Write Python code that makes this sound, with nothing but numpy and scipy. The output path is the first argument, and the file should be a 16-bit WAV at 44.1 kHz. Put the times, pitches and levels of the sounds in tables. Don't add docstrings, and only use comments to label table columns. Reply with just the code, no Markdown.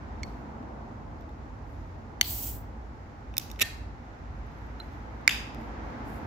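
import sys
import numpy as np
from scipy import signal
from scipy.fft import rfft, irfft
from scipy.io import wavfile

SR = 44100
rng = np.random.default_rng(int(sys.argv[2]) if len(sys.argv) > 2 else 0)


def generate_wav(signal):
    frames = np.transpose(np.atleast_2d(signal))
    scaled = np.clip(frames, -1, 1) * 32767
    pcm = np.round(scaled).astype(np.int16)
    wavfile.write(sys.argv[1], SR, pcm)


def gain_from_decibels(decibels):
    exponent = np.asarray(decibels, float) / 20
    return 10 ** exponent


N = 276066


def rms_one(x):
    return x / np.sqrt(np.mean(x ** 2) + 1e-20)


def at_hz(points, hz):
    table = np.array(points)
    return np.interp(np.log(hz), np.log(table[:, 0]), table[:, 1])


def pan(db):
    return gain_from_decibels(np.array([[.5], [-.5]]) * db)


def drift(rate):
    r = np.exp(-80 * np.pi * rate / SR)
    settled = signal.lfilter([1], [1, -2 * r, r * r], rng.standard_normal(N // 40 + 2002))[2000:]
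    return np.interp(np.arange(N) / 40, np.arange(len(settled)), rms_one(settled))


def envelope(start, rise, hold, level_db, fade_db):
    t = np.arange(N) / SR - start
    swell = np.sin(np.pi / 2 * np.clip(t / rise, 0, 1)) ** 2
    return swell * gain_from_decibels(level_db - fade_db * np.maximum(t - rise - hold, 0))


def coloured(spectrum, likeness):
    mid, side = rfft(rng.standard_normal((2, N)))
    hz = np.maximum(np.arange(len(mid)) * SR / N, 1)
    alike = np.clip(at_hz(likeness, hz), -1, 1)
    inside = (hz >= spectrum[0][0]) * (hz <= spectrum[-1][0])
    gain = gain_from_decibels(at_hz(spectrum, hz)) * inside
    pair = np.sqrt(1 + alike) * mid + np.sqrt(1 - alike) * side * [[1], [-1]]
    return rms_one(irfft(gain * pair, N))


# (closest [s], time to double the distance [s], rumble [dB], roar [dB], hiss [dB])
PASSES = [
    (0.1, 0.73, -60, -49, -59),
    (0.62, 0.66, -67, -44, -71),
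    (2.3, 0.6, -56.5, -49.5, -73.5),
    (4.6, 0.91, -63.5, -65.5, -61),
    (6.0, 0.87, -47, -40.5, -51.5),
]
# (time [s], half length [s], rumble [dB])
SURGES = [(0.24, 0.058, -42), (1.09, 0.13, -47), (1.743, 0.3, -45.5), (2.49, 0.16, -42.5),
          (3.42, 0.15, -47.5), (3.828, 0.16, -46), (4.353, 0.11, -45.5)]


def road_gains():
    t = np.arange(N) / SR
    power = np.zeros((3, N))
    for closest, width, *levels_db in PASSES:
        power += gain_from_decibels(np.array(levels_db))[:, None] ** 2 / (1 + 3 * ((t - closest) / width) ** 2)
    for s, half, db in SURGES:
        power[0] += gain_from_decibels(2 * db) * np.exp(-((t - s) / half) ** 2)
    return power


# (frequency [Hz], level [dB per Hz])
ENGINE_RUMBLE = [(20, -47), (25, -29.5), (31, -23), (39, -10.5), (50, 1), (62, -2), (80, -2.5), (105, -3.5),
                 (130, -12.5), (170, -17.5), (200, -23.5), (260, -45.5)]
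# (frequency [Hz], level [dB per Hz])
TYRE_ROAR = [(76, -29.5), (130, -1), (182, -8), (220, 1.5), (311, -3), (335, -5), (360, -8), (499, -8.5),
             (596, -9.5), (843, -5.5), (1600, -21), (2080, -56.5), (3520, -120)]
# (frequency [Hz], level [dB per Hz])
HIGH_HISS = [(760, -17.5), (1300, -3), (2000, -6.5), (2440, -12.5), (3170, -19), (4500, -21), (5800, -22),
             (7300, -26), (8100, -38), (8700, -37), (10000, -41.5), (15000, -39), (16000, -41.5)]
# (frequency [Hz], width [Hz], level [dB])
IDLE_DRONE = (56, 2.4, -47)
# (frequency [Hz], left-right likeness [-1 to 1])
ROAD_ALIKE = [(60, 0.85), (130, 1), (290, 0.82), (640, 0.27), (1410, -0.3), (3100, 0.054), (6820, -0.043),
              (15000, -0.13)]
# (engine rumble [dB], tyre roar [dB], high hiss [dB])
ROAD_BED = (-48, -49, -63.5)


def traffic():
    hz, width, drone_db = IDLE_DRONE
    r = np.exp(-np.pi * width / SR)
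    resonance = [1, -2 * r * np.cos(2 * np.pi * hz / SR), r * r]
    drone = gain_from_decibels(drone_db) * rms_one(signal.lfilter([1, 0, -1], resonance, rng.standard_normal(N)))
    passing = road_gains()
    low, middle, high = np.sqrt(gain_from_decibels(np.array(ROAD_BED))[:, None] ** 2 + passing * [[1], [1], [0]])
    rumble = low * gain_from_decibels(drift(4.6) + 1.5) * coloured(ENGINE_RUMBLE, ROAD_ALIKE)
    roar = middle * gain_from_decibels(0.36 * drift(4.0) - 0.57) * coloured(TYRE_ROAR, ROAD_ALIKE)
    hiss = high * gain_from_decibels(.5 * drift(3.2) + 3.5) * coloured(HIGH_HISS, ROAD_ALIKE)
    dull = signal.butter(1, 3500, fs=SR, output="sos")
    tyres = np.sqrt(passing[2]) * gain_from_decibels(3.0) * signal.sosfilt(dull, coloured(HIGH_HISS, ROAD_ALIKE))
    return pan(-1) * (drone + rumble + roar + hiss + tyres)


def ringing(modes, t, tilt_db, turn=0, damping=1):
    hz, db, t60 = np.transpose(modes)[:, :, None]
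    sign = (-1) ** np.arange(len(modes))[:, None]
    strength = sign * gain_from_decibels(db + tilt_db * np.log2(hz / 4000))
    decay = gain_from_decibels(-60 * t * damping / t60)
    wave = np.sin(2 * np.pi * hz * t + turn * np.sqrt(hz / 4000))
    return np.sum(strength * decay * wave, axis=-2)


def cracks(events, modes, low_hz, echo_db, slap_db, click_db, wall=None):
    out = np.zeros((4, N))
    t = np.arange(round(.12 * SR)) / SR
    small_body = signal.butter(3, low_hz, "high", fs=SR, output="sos")
    for s, peak_db, pan_db, tearing, tilt_db in events:
        common, left, right = rng.standard_normal((3, len(t))) * (rng.random((3, len(t))) < .35)
        fading = np.exp(-(t / max(tearing, 1e-4)) ** 4)
        kick = .25 * (common + .6 * np.array([left, right])) * fading + (t == 0)
        turn = .5 * rng.standard_normal((len(modes), 1)) * np.array([1, -1])[:, None, None]
        near = signal.fftconvolve(kick, ringing(modes, t, tilt_db, turn), axes=1)[:, :len(t)]
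        near = near / np.abs(near).max() + gain_from_decibels(click_db) * kick
        near = signal.sosfilt(small_body, near)
        near *= pan(pan_db) * gain_from_decibels(peak_db) / np.abs(near.mean(axis=0)).max()
        wide = signal.sosfilt(small_body, ringing(wall or modes, t, .6 * tilt_db, damping=2.0))
        away = gain_from_decibels(echo_db + np.array([[0], [slap_db]])) * rms_one(wide) * near.std()
        at = round((s + .0005) * SR)
        out[:, at:at + len(t)] += np.vstack([near, away])
    return out


# (time [s], peak [dB], left-right [dB], tearing [s], tilt [dB per octave])
NAIL_SLIP = [
    (0.2319, -25, -3.5, 0.0017, -1.5),
]
# (frequency [Hz], level [dB], t60 [s])
SLIP_MODES = [(2190, -1, 0.019), (3400, -11.5, 0.012), (4380, -3, 0.034), (5720, -4, 0.014),
              (6460, -3, 0.0047), (8130, -8.5, 0.0067), (11900, -25, .004), (14800, -20, .004)]


def nail_slip():
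    return cracks(NAIL_SLIP, SLIP_MODES, low_hz=1490, echo_db=-6.5, slap_db=-8, click_db=-18)


# (start [s], rise [s], hold [s], level [dB], fade [dB per s])
STROKES = [(0.242, 0.008, 0.01, -74.5, 68), (1.62, 0.09, 0.03, -80, 58), (4.298, 0.076, 0.012, -85, 200),
           (4.42, 0.15, 0.02, -82, 45), (4.813, 0.006, 0.005, -75, 121), (4.902, 0.027, 0.005, -81, 90),
           (5.08, 0.05, 0.02, -86, 90), (5.554, 0.058, 0.01, -74.5, 96.5), (5.8, 0.08, 0.13, -82, 102.5),
           (6.03, 0.06, 0.086, -66, 300), (6.2, 0.022, 0.1, -81, 102)]
# (frequency [Hz], level [dB per Hz])
CLOTH = [(2940, -31.5), (5000, -6.5), (6130, -17), (6660, -4), (8920, -6), (10700, -2), (14800, -1.5),
         (16000, -10)]


def sleeve():
    strokes = sum(envelope(*stroke) for stroke in STROKES)
    return strokes * gain_from_decibels(drift(40)) * coloured(CLOTH, [(5000, .2), (16000, .3)])


# (time [s], peak [dB], tilt [dB per octave])
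FINGER_TICKS = [(0.627, -57, -6), (1.2087, -54, -4), (1.222, -55, -4), (1.292, -54, -4), (4.466, -59, 5),
                (4.518, -60, -3), (4.584, -62, 1), (4.665, -61, 1), (4.8444, -59, .1), (4.9344, -60, .1),
                (5.212, -61, 1), (5.6124, -57, 3)]
# (frequency [Hz], level [dB], t60 [s])
LID_MODES = [(2540, -5, 0.0088), (3630, -5, 0.01), (5570, -1, 0.0053), (7300, -3.5, 0.0022),
             (10280, -9, 0.002), (12000, 1, 0.0018), (14300, -0.5, 0.002)]
# (frequency [Hz], level [dB], t60 [s])
LID_WALL = [(2570, -3.5, .006), (3800, -1, .004), (5510, 1, .003), (7000, -4, .003), (10200, -4, .002),
            (12180, -1, 0.0017), (14300, -3, 0.0022)]


def lid_cracks(events):
    return cracks(events, LID_MODES, low_hz=1570, echo_db=-7.0, slap_db=-2, click_db=-9.5, wall=LID_WALL)


def fingertips():
    return lid_cracks([(s, db, -1.5, .0012, tilt_db) for s, db, tilt_db in FINGER_TICKS])


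# (time [s], peak [dB], left-right [dB], tearing [s], tilt [dB per octave])
VENT_SNAP = [
    (2.2115, -3.5, -2, 0.00038, .1),
]
# (frequency [Hz], level [dB], t60 [s])
VENT_MODES = [(2080, -8, 0.013), (3052, -2, 0.007), (4428, -2, .014), (4710, -9, .007), (6200, 0, .009),
              (8060, -24, .004), (9360, -12, 0.0036), (10690, -14.5, 0.0057), (12400, -10.5, .005),
              (14070, -14, 0.0071)]
# (frequency [Hz], level [dB], t60 [s])
VENT_WALL = [(2050, -6, .01), (3100, 0, .008), (4400, 1, .014), (6270, -10.5, .007), (9900, -14.5, .005),
             (12300, -24, .005)]


def vent_snap():
    return cracks(VENT_SNAP, VENT_MODES, low_hz=1400, echo_db=-5.5, slap_db=-3.5, click_db=-4, wall=VENT_WALL)


# (frequency [Hz], level [dB])
VENT_JET = [(1800, -24), (2400, -21), (3000, -16), (3800, -18), (5600, -14.5), (7000, -12), (8000, -7),
            (9000, -15), (10000, -12.5), (10500, -16.5), (12100, -5), (13100, -10), (14700, 1), (16000, -2)]
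# (frequency [Hz], left-right likeness [-1 to 1])
JET_ALIKE = [(2000, .2), (5000, 0.2), (16000, .55)]


def gas():
    open_s, rise_s, shut_s, knee_s = 2.212, 0.07, 2.531, 0.021
    level_db, fade_db_per_s = -34.5, 332
    t = np.arange(N) / SR
    spent = knee_s * np.logaddexp(0, (t - shut_s) / knee_s)
    flow = np.clip((t - open_s) / rise_s, 0, 1) * gain_from_decibels(level_db - fade_db_per_s * spent)
    return pan(-1.2) * flow * gain_from_decibels(1.2 * drift(25) - 1.8) * coloured(VENT_JET, JET_ALIKE)


# (time [s], peak [dB], left-right [dB], tearing [s], tilt [dB per octave])
RIVET_CREAKS = [
    (3.3395, -40.5, -3, 0.00091, -10),
    (3.3680, -20.5, 0, 0.00085, -2),
    (3.3803, -9.5, -4.5, 0.0011, 4.5),
    (3.3975, -32.5, -7, 0.0006, 0),
    (3.4038, -35.5, -2.5, 0.00072, 10),
    (3.5003, -38.5, -1.8, .001, -2),
    (3.5137, -33.5, -1.5, 0.0023, 2.5),
    (3.5603, -45, 2.5, .001, -8.5),
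    (5.5465, -42.5, 1, 0.0011, -3),
]


def rivet_creaks():
    return lid_cracks(RIVET_CREAKS)


# (time [s], peak [dB], tearing [s])
TEAR = [(3.5912, -33, .002), (3.5963, -27, .0012), (3.6005, -40, .005), (3.6070, -21, .002),
        (3.6098, -25, .002), (3.6132, -13, .0015), (3.6150, -13, .002), (3.6183, -10, .001),
        (3.6198, -9.5, .0015), (3.6222, -17, .002), (3.6243, -12, .001), (3.6262, -19, .0012)]
# (frequency [Hz], level [dB], t60 [s])
TEAR_MODES = [(424, -18, 0.0073), (1828, -23, 0.18), (2486, 3, .008), (3670, 1.5, 0.00512),
              (4000, -2, .005), (5500, -3.5, 0.0046), (7500, -6, 0.0038), (11360, -4.5, 0.00457),
              (13800, -3.5, 0.0023)]
# (frequency [Hz], level [dB], t60 [s])
TEAR_WALL = [(1750, -7, 0.027), (2500, 2.5, 0.0079), (3440, 7.5, 0.0021), (4270, -0.5, 0.0097),
             (5470, -7.5, 0.0044), (7400, -5, 0.0043), (11000, -5, 0.0029), (13780, -6, .003)]


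def score_tear():
    events = []
    for s, db, length in TEAR:
        tilt_db = np.clip(0.3 * (db + 15), -2, 2)
        events.append((s, db, -2.6, length, tilt_db))
    return cracks(events, TEAR_MODES, low_hz=246, echo_db=-5.0, slap_db=-4.0, click_db=-11, wall=TEAR_WALL)


# (time [s], peak [dB], left-right [dB], tearing [s], tilt [dB per octave])
TAB_TICK = [
    (4.7998, -33, -5, 0.00018, .1),
]
# (frequency [Hz], level [dB], t60 [s])
TICK_MODES = [(1333, -2, 0.044), (2920, -7, 0.011), (4070, 8.5, 0.039), (4167, 6.5, 0.0203),
              (7170, -15, .005), (11900, -10, .004)]


def tab_tick():
    return cracks(TAB_TICK, TICK_MODES, low_hz=903, echo_db=-12, slap_db=-1, click_db=-14)


# (time [s], peak [dB], left-right [dB], tearing [s], tilt [dB per octave])
TAB_SNAP = [
    (5.2770, -1, -6.5, 0.000245, 0.063),
]
# (frequency [Hz], level [dB], t60 [s])
SNAP_MODES = [(1550, -9, .008), (2150, 0, .011), (2430, -3, .010), (3600, -17, .012), (4850, -5, .009),
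              (5600, -12, .006), (6697, -11, .007), (7600, -19, .005), (9800, -25, .004),
              (11300, -23, .004), (13200, -26, .004), (14800, -23, .004)]
# (frequency [Hz], level [dB], t60 [s])
SNAP_WALL = [(1720, -0.5, 0.0062), (2600, 1.5, 0.0097), (3580, -7.5, 0.02), (4870, -8, 0.012),
             (7100, -7.5, 0.0043), (9500, -15.5, 0.004), (11300, -14.5, 0.014), (13270, -15.5, .006),
             (14930, -18.5, .006)]


def tab_snap():
    return cracks(TAB_SNAP, SNAP_MODES, low_hz=1080, echo_db=-1.5, slap_db=-1.3, click_db=-14, wall=SNAP_WALL)


def nearby(x):
    t = np.arange(round(.03 * SR)) / SR
    scatter = rng.standard_normal((2, len(t))) * np.exp(-t / 0.0024) * (t > .0004)
    scatter *= gain_from_decibels(-8) / np.sqrt(np.sum(scatter ** 2, axis=1, keepdims=True))
    return x + signal.fftconvolve(x, scatter, axes=1)[:, :N]


# (delay [s], left [dB], right [dB])
ECHOES = [
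    (0.0145, -11, -17),
    (0.018, -13.5, -17),
    (0.03, -21, -22.5),
    (.034, -20, -22.5),
    (0.126, -40, -37),
]
# (frequency [Hz], t60 [s])
ARCH_T60 = [(1000, .6), (2500, .55), (5000, .5), (9000, .38), (12000, .33), (15000, .3)]
# (frequency [Hz], level [dB])
ARCH_COLOUR = [(1000, 2), (2000, 0.5), (3200, 0.9), (5000, 2.2), (8000, 3.5), (11000, 3), (15000, 2)]


def arch(x, facing):
    tail_db, tail_start_s, tail_rise_s = -12, 0.017, 0.024
    t = np.arange(round(.8 * SR)) / SR
    common, own = rng.standard_normal(len(t)), rng.standard_normal((2, len(t)))
    tail = np.zeros((2, len(t)))
    edges = 700 * 2 ** np.arange(0, 4.7, .33)
    for low, high in zip(edges, edges[1:]):
        band_pass = signal.butter(2, [low, high], "band", fs=SR, output="sos")
        band = signal.sosfilt(band_pass, 0.14 * common + own)
        hz = np.sqrt(low * high)
        tail += band * gain_from_decibels(at_hz(ARCH_COLOUR, hz) - 60 * t / at_hz(ARCH_T60, hz))
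    tail *= np.clip((t - tail_start_s) / tail_rise_s, 0, 1)
    tail *= gain_from_decibels(tail_db) / np.sqrt(np.sum(tail ** 2, axis=1, keepdims=True))
    slaps = np.zeros((2, len(t)))
    for delay, left_db, right_db in ECHOES:
        smear = np.exp(-np.maximum(t - delay, 0) / 0.0016) * (t >= delay) * (1.5 * common + own)
        smear /= np.sqrt(np.sum(smear ** 2, axis=1, keepdims=True))
        slaps += gain_from_decibels(np.array([[left_db], [right_db]])) * smear
    dulled = signal.lfilter(*signal.butter(1, 8000, fs=SR), facing)
    reply = signal.fftconvolve(x[None], tail, axes=1) + signal.fftconvolve(dulled[None], slaps, axes=1)
    return reply[:, :N]


def scene():
    can = nail_slip() + fingertips() + vent_snap() + rivet_creaks() + score_tear() + tab_tick() + tab_snap()
    jet = gas()
    to_arch = can[2] + gain_from_decibels(-11) * jet[0]
    return traffic() + sleeve() + jet + nearby(can[:2]) + arch(to_arch, can[3])


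def top_cut(x):
    return signal.sosfilt(signal.butter(12, 17010, fs=SR, output="sos"), x)


def record(dry):
    notch_hz, notch_width_hz, top_hz, ceiling = 8700, 700, 15950, .93
    notched = signal.lfilter(*signal.iirnotch(notch_hz, notch_hz / notch_width_hz, SR), dry)
    dipped = dry - 0.46 * (dry - notched)
    limited = dipped / (1 + np.abs(dipped / ceiling) ** 6) ** (1 / 6)
    cut = signal.sosfilt(signal.cheby2(10, 28, top_hz, fs=SR, output="sos"), limited)
    return top_cut(cut)


dry = scene()
out = record(dry)
generate_wav(out)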